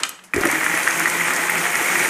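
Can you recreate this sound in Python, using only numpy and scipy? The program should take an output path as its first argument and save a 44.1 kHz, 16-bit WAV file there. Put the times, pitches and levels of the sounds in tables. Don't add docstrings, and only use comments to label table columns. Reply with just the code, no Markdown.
import sys
import numpy as np
from scipy import signal
from scipy.io import wavfile

SR = 44100
rng = np.random.default_rng(int(sys.argv[2]) if len(sys.argv) > 2 else 0)


def transcribe(signal):
    frames = np.atleast_2d(signal).T
    limited = np.clip(frames, -1, 1)
    pcm = np.round(limited * 32767).astype(np.int16)
    wavfile.write(sys.argv[1], SR, pcm)


def magnitude_from_level(level_db):
    exponent = np.asarray(level_db, float) / 20
    return 10 ** exponent


N = 92169
START_S = 0.336


def unit(x):
    return x / np.sqrt(np.mean(x ** 2) + 1e-20)


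def in_time(rows):
    return np.interp(np.arange(N) / SR, *np.transpose(rows))


def steep(x, hz, kind, order=3):
    return signal.sosfilt(signal.butter(order, hz, kind, fs=SR, output="sos"), x)


def drift(rate_hz):
    r = np.exp(-40 * np.pi * rate_hz / SR)
    white = rng.standard_normal(N // 20 + 2002)
    slow = signal.lfilter([1], [1, -2 * r, r * r], white)[2000:]
    return np.interp(np.arange(N) / 20, np.arange(len(slow)), unit(slow))


def ring(clicks, hz, t60):
    r, w = magnitude_from_level(-60 / (t60 * SR)), 2 * np.pi * hz / SR
    return signal.lfilter([0, np.sin(w)], [1, -2 * r * np.cos(w), r * r], clicks + 1e-18)


def at_times(s, db):
    out = np.zeros(N)
    out[np.minimum((np.atleast_1d(s) * SR).astype(int), N - 1)] = magnitude_from_level(db)
    return out


def strike(s, db, modes, spread_db):
    chance = rng.standard_normal((len(s), len(modes)))
    out = 0
    for k, (hz, mode_db, t60) in enumerate(modes):
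        out = out + ring(at_times(s, db + mode_db + spread_db * chance[:, k]), hz, t60)
    return out


def rattle(per_s, spread_db, modes):
    sizes = magnitude_from_level(spread_db * np.minimum(rng.exponential(1, N), 4)) * rng.choice([-1, 1], N)
    clumped_rate = per_s * magnitude_from_level(3.0 * drift(35.0))
    clicks = sizes * (rng.random(N) < clumped_rate / SR)
    return unit(sum(ring(clicks * rng.standard_normal(N), hz, t60) * magnitude_from_level(db) for hz, db, t60 in modes))


def running():
    return np.clip((np.arange(N) / SR - START_S) / 0.0024, 0, 1)


# time in seconds, shaft speed in turns per second, whine level in dB.
SHAFT = [
    (.336, 135, -75),
    (.5, 150, -62),
    (.65, 158, -52),
    (.82, 168, -47),
    (.98, 170, -47),
    (1.1, 171, -54),
    (1.7, 175, -53),
    (1.85, 176, -47),
    (2.09, 178, -47),
]


def turns_per_s():
    return in_time(np.array(SHAFT)[:, :2])


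def spin():
    return turns_per_s() / 166.5


# time in seconds, level in dB.
STIRRING = [
    (0.34, -25),
    (0.388, -23),
    (0.51, -20.5),
    (0.71, -21.5),
    (1.778, -21.5),
    (2.09, -18.5),
]


def vigour():
    return magnitude_from_level(in_time(STIRRING)) * running()


# time in seconds, peak level in dB, pitch in Hz.
ICE_KNOCKS = [(0.3363, 0, 2440), (0.3608, -7.5, 1880), (0.3783, -7.5, 1890), (0.3969, -13, 1850),
              (0.4348, 0, 1480), (0.4445, -8, 1690), (0.4522, -5, 1980), (0.4561, 0, 1400),
              (0.4984, -5, 1880), (0.502, -10, 1900), (0.5509, -8, 1880), (0.5556, -4, 1950),
              (0.6134, -2.5, 1890), (0.6325, -5.5, 2000), (0.6639, 3.5, 1860), (0.6976, -3, 1880),
              (0.7145, -6, 2070), (0.7414, -4, 1920), (0.7749, -4.5, 1920), (0.8697, -2, 1750),
              (0.8759, 5.5, 1890), (1.0036, 0, 1790), (1.057, 3, 1940), (1.1968, -3.5, 1880),
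              (1.283, -3.5, 1890), (1.395, -6, 1930), (1.4379, -2, 1900), (1.4963, -2.5, 1990),
              (1.6543, -3.5, 1920), (1.8338, -10, 1940), (1.9996, -7, 1900), (2.0567, -7, 2000),
              (0.5166, -9, 1830), (0.527, -5, 2170), (1.0236, -7, 1910), (1.0762, -10, 1930),
              (1.3064, -1, 1850), (1.365, -5, 1930), (1.4545, -9, 1920), (1.5186, -11, 1950),
              (1.6422, -8, 2000), (1.664, -2.5, 1920), (1.7548, -3, 1930), (1.858, -8, 2140),
              (1.931, -8, 1880), (1.957, -2, 1890), (2.018, -19, 1920)]
# pitch in Hz, level in dB, time to die by 60 dB in seconds.
JAR_WALL = [(838, -5, 0.0097), (1444, -9.5, 0.0093), (1464, -15, 0.026), (1500, -10, 0.0028),
            (1880, -15, 0.034), (1930, -11.5, 0.031), (1970, -9.5, 0.017), (2224, -0.5, 0.0092),
            (2620, -8.5, 0.0091), (3195, -9, 0.0053)]


def jar():
    s, db, _ = np.transpose(ICE_KNOCKS)
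    wall = strike(s, db - 18, JAR_WALL, spread_db=1.5)
    wall += ring(at_times(s, db - 17), 1926, 0.021)
    wall += magnitude_from_level(-5.5) * spin() * vigour() * rattle(1500, 0.5, JAR_WALL)
    tone_t60 = 0.007
    for s, db, hz in ICE_KNOCKS:
        swell = ring(ring(at_times(s, db - 9.5), hz, tone_t60), hz, tone_t60)
        wall += swell * 20 / (tone_t60 * SR)
    contact = np.hanning(int(0.0004 * SR))
    wall = signal.lfilter(2 * contact / contact.sum(), 1, wall)
    return steep(wall, [1030, 4170], "band")


# time in seconds, peak level in dB, pitch in Hz.
CHIP_CRACKS = [(0.3364, -25, 8900), (0.343, -17.5, 7100), (0.3616, -15, 6700), (.363, -19.5, 5200),
               (.378, -30, 11500), (0.4104, -16, 6700), (.416, -20, 5800), (0.4537, -14, 9300),
               (0.471, -12, 6950), (0.502, -19, 8300), (0.514, -10.5, 8750), (.526, -18, 6500),
               (.609, -21.5, 7100), (0.643, -14.5, 7050), (0.775, -19, 7640), (0.8317, -12, 6500),
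               (0.8771, -14, 5930), (0.884, -15, 7400), (0.909, -13, 6560), (.975, -17, 9500),
               (0.9963, -11.5, 8560), (1.039, -20, 5960), (1.058, -21, 6000), (1.099, -12, 7600),
               (1.233, -23, 5460), (1.3353, -13, 7400), (1.363, -10.5, 6300), (1.4313, -25, 10900),
               (1.4995, -15, 12400), (1.5005, -18, 13700), (1.58, -17, 7500), (1.755, -13, 6400),
               (1.8264, -17, 8500), (1.9938, -14, 5900), (2.0, -17, 9000)]
# pitch in Hz, level in dB, time to die by 60 dB in seconds.
BLADE_MODES = [(5750, -3, 0.0066), (6430, 6.5, 0.0029), (6970, 4, 0.0044), (7600, -2, 0.0075),
               (8360, -2.5, 0.005), (8830, 2, 0.008), (10900, 9, 0.0015), (12500, -7, 0.0026)]


def blades():
    metal = splinters() + magnitude_from_level(-11.5) * spin() ** 2.4 * vigour() * rattle(2100, 0, BLADE_MODES)
    metal += sum(ring(at_times(s, db - 6), hz, 0.007) for s, db, hz in CHIP_CRACKS)
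    return steep(metal, 1140, "high")


def splinters():
    out, t = np.zeros(N + 900), np.arange(900) / SR
    width, t60 = 1.59, 0.013
    for s, db, hz in CHIP_CRACKS:
        dying = rng.standard_normal(len(t)) * magnitude_from_level(-60 * t / t60)
        burst = steep(dying, [hz / width, min(hz * width, 19000)], "band")
        start = int(s * SR)
        out[start:start + len(t)] += magnitude_from_level(db) * burst
    return out[:N]


# pitch in Hz, level in dB per Hz.
JUICE_COLOUR = [(35, -66), (60, -15), (171, -14), (351, -7.5), (475, -11), (1870, -7), (4030, -21.5),
                (8470, -19), (15500, -25)]


def coloured_noise(patchy_db):
    hz, db = np.transpose(JUICE_COLOUR)
    edges = 40 * 2 ** np.arange(0, 8.8, 1 / 3)
    out, together = 0, drift(9.0)
    white = rng.standard_normal((2, N))
    for k, (low, high) in enumerate(zip(edges, edges[1:])):
        part = steep(white[k % 2], [low, high], "band", order=2)
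        level_db = np.interp(np.log(low * high) / 2, np.log(hz), db)
        out = out + part * magnitude_from_level(level_db + patchy_db * (0.7 * together + drift(14.0)))
    return unit(out)


def juice():
    return magnitude_from_level(-5) * vigour() * spin() ** 1.53 * coloured_noise(1.5)


def fan():
    hz, t60 = 8430, 0.0045
    hiss = unit(ring(ring(rng.standard_normal(N), hz, t60), hz, t60))
    return magnitude_from_level(-20) * spin() ** 7 * vigour() * hiss


# multiple of shaft speed, level in dB rms, pitch wander as a share.
HUM_ORDERS = [(1, -43, .04), (2, -41, .03), (3, -47, .025), (4, -44, .02), (5, -43, .015), (6, -47, .006)]
# multiple of shaft speed, level in dB, pitch wander as a share.
CONTACT_ORDERS = [(38, 4, .005), (50, 2, .006), (62, 6, .004)]


def motor():
    speed = turns_per_s()

    def order(multiple, db, wander):
        level = np.sqrt(2) * magnitude_from_level(db + 3.5 * drift(8.2))
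        turns = np.cumsum(speed * (1 + wander * drift(26.5))) / SR
        return level * np.sin(2 * np.pi * multiple * turns)

    hum = spin() * sum(order(*row) for row in HUM_ORDERS)
    whine = sum(drift(110) * order(*row) for row in CONTACT_ORDERS)
    whine_level = magnitude_from_level(in_time(np.array(SHAFT)[:, ::2]))
    return running() * (hum + whine_level * whine)


# time in seconds, peak level in dB, pitch in Hz, time to die by 60 dB in seconds.
BASE_THUMPS = [(0.343, -16, 294, 0.059), (0.364, -8.5, 385, 0.042), (0.381, -9, 391, 0.059),
               (0.411, -12.5, 355, 0.028), (0.442, -13.5, 342, 0.057), (0.454, -8, 339, 0.052),
               (.462, -13.5, 581, 0.061), (0.474, -14.5, 311, 0.054), (.483, -16.5, 557, .03),
               (0.531, -19.5, 319, 0.14), (0.553, -28, 317, .08), (0.578, -23, 322, 0.095),
               (0.739, -18.5, 324, 0.064)]


def base():
    jolts = 0
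    for s, db, hz, t60 in BASE_THUMPS:
        jolts = jolts + ring(at_times(s, db - 1.5), hz, t60)
        jolts = jolts + ring(at_times(s, db - 15), hz * 1.7, t60)
    return steep(jolts, 900, "low", order=2)


# time in seconds, dull body in dB, bright edge in dB,
# edge centre in Hz, time for the edge to die by 60 dB in seconds.
SWITCH_CLACKS = [(.003, -34, -23.5, 6600, 0.022), (0.0322, -12, -52, 5000, .02),
                 (0.034, -5, -3, 6000, 0.013), (0.05, -16, -27.5, 7360, 0.15),
                 (0.092, -24, -12, 8950, 0.0093), (.19, -29, -57, 5040, 0.0081),
                 (.222, -65.5, -56, 6500, 0.0081), (.2365, -68, -46, 11200, 0.0053),
                 (0.238, -33.5, -38, 7600, 0.15), (0.275, -49, -71.5, 5970, 0.01),
                 (.317, -71, -48, 7500, 0.017), (.327, -62, -51, 12500, 0.018)]


def switch():
    t, out = np.arange(N) / SR, 0
    white = rng.standard_normal((2, N))
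    width = 1.506
    for s, body_db, edge_db, hz, edge_t60 in SWITCH_CLACKS:
        begun, since = t >= s, np.maximum(t - s, 0)
        body = begun * magnitude_from_level(body_db + 0.5 - 60 * since / 0.031)
        edge = begun * magnitude_from_level(edge_db + 0.5 - 60 * since / edge_t60)
        out = out + steep(white[0] * body, [1020, 3420], "band")
        out = out + steep(white[1] * edge, [hz / width, min(hz * width, 19000)], "band")
    return out


ROOM_T60_S = 0.39


def kitchen(x):
    t = np.arange(int(0.6 * SR)) / SR
    white = rng.standard_normal(len(t))
    low = steep(white, 7500, "low", order=2)
    tail = low * magnitude_from_level(-60 * t / ROOM_T60_S) + (white - low) * magnitude_from_level(-60 * t / (ROOM_T60_S * 0.28))
    soaked = signal.butter(2, [3700, 5600], "band", fs=SR, output="sos")
    tail -= 0.55 * signal.sosfiltfilt(soaked, tail)
    tail *= np.clip(t / 0.0012, 0, 1)
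    return signal.fftconvolve(x, tail / np.sqrt(np.sum(tail ** 2)))[:N]


def still_room():
    dull = steep(coloured_noise(0.8), 5400, "low", order=1)
    hum = magnitude_from_level(-60.5) * unit(ring(rng.standard_normal(N), 183, 0.14))
    earlier_tail = magnitude_from_level(-28.5 - 60 * np.arange(N) / SR / ROOM_T60_S) * dull
    return magnitude_from_level(-52) * dull + hum + earlier_tail


def rumble():
    low = unit(steep(rng.standard_normal(N), 110, "low"))
    since = np.maximum(np.arange(N) / SR - START_S, 0) / 0.037
    kick_db = 25.5 * 2 * since / (1 + since ** 2)
    return low * (magnitude_from_level(-75) + running() * magnitude_from_level(-66 + kick_db + 3.2 * drift(7.7)))


def scene():
    hits = jar() + blades() + fan() + switch()
    jolts = base()
    echo = magnitude_from_level(-8.5) * kitchen(hits + magnitude_from_level(-8) * jolts)
    air = hits + jolts + echo + juice() + motor() + still_room()
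    return (steep(air, 137, "high") + rumble())[None]


def roll_off(x):
    return signal.sosfilt(signal.butter(12, 16230, fs=SR, output="sos"), x)


def record(dry):
    rounded = 1.1 * np.tanh(dry / 1.1)
    top_cut = signal.ellip(11, 0.5, 48, 15450, fs=SR, output="sos")
    mix = signal.sosfilt(top_cut, rounded)
    return roll_off(mix)


dry = scene()
out = record(dry)
transcribe(out)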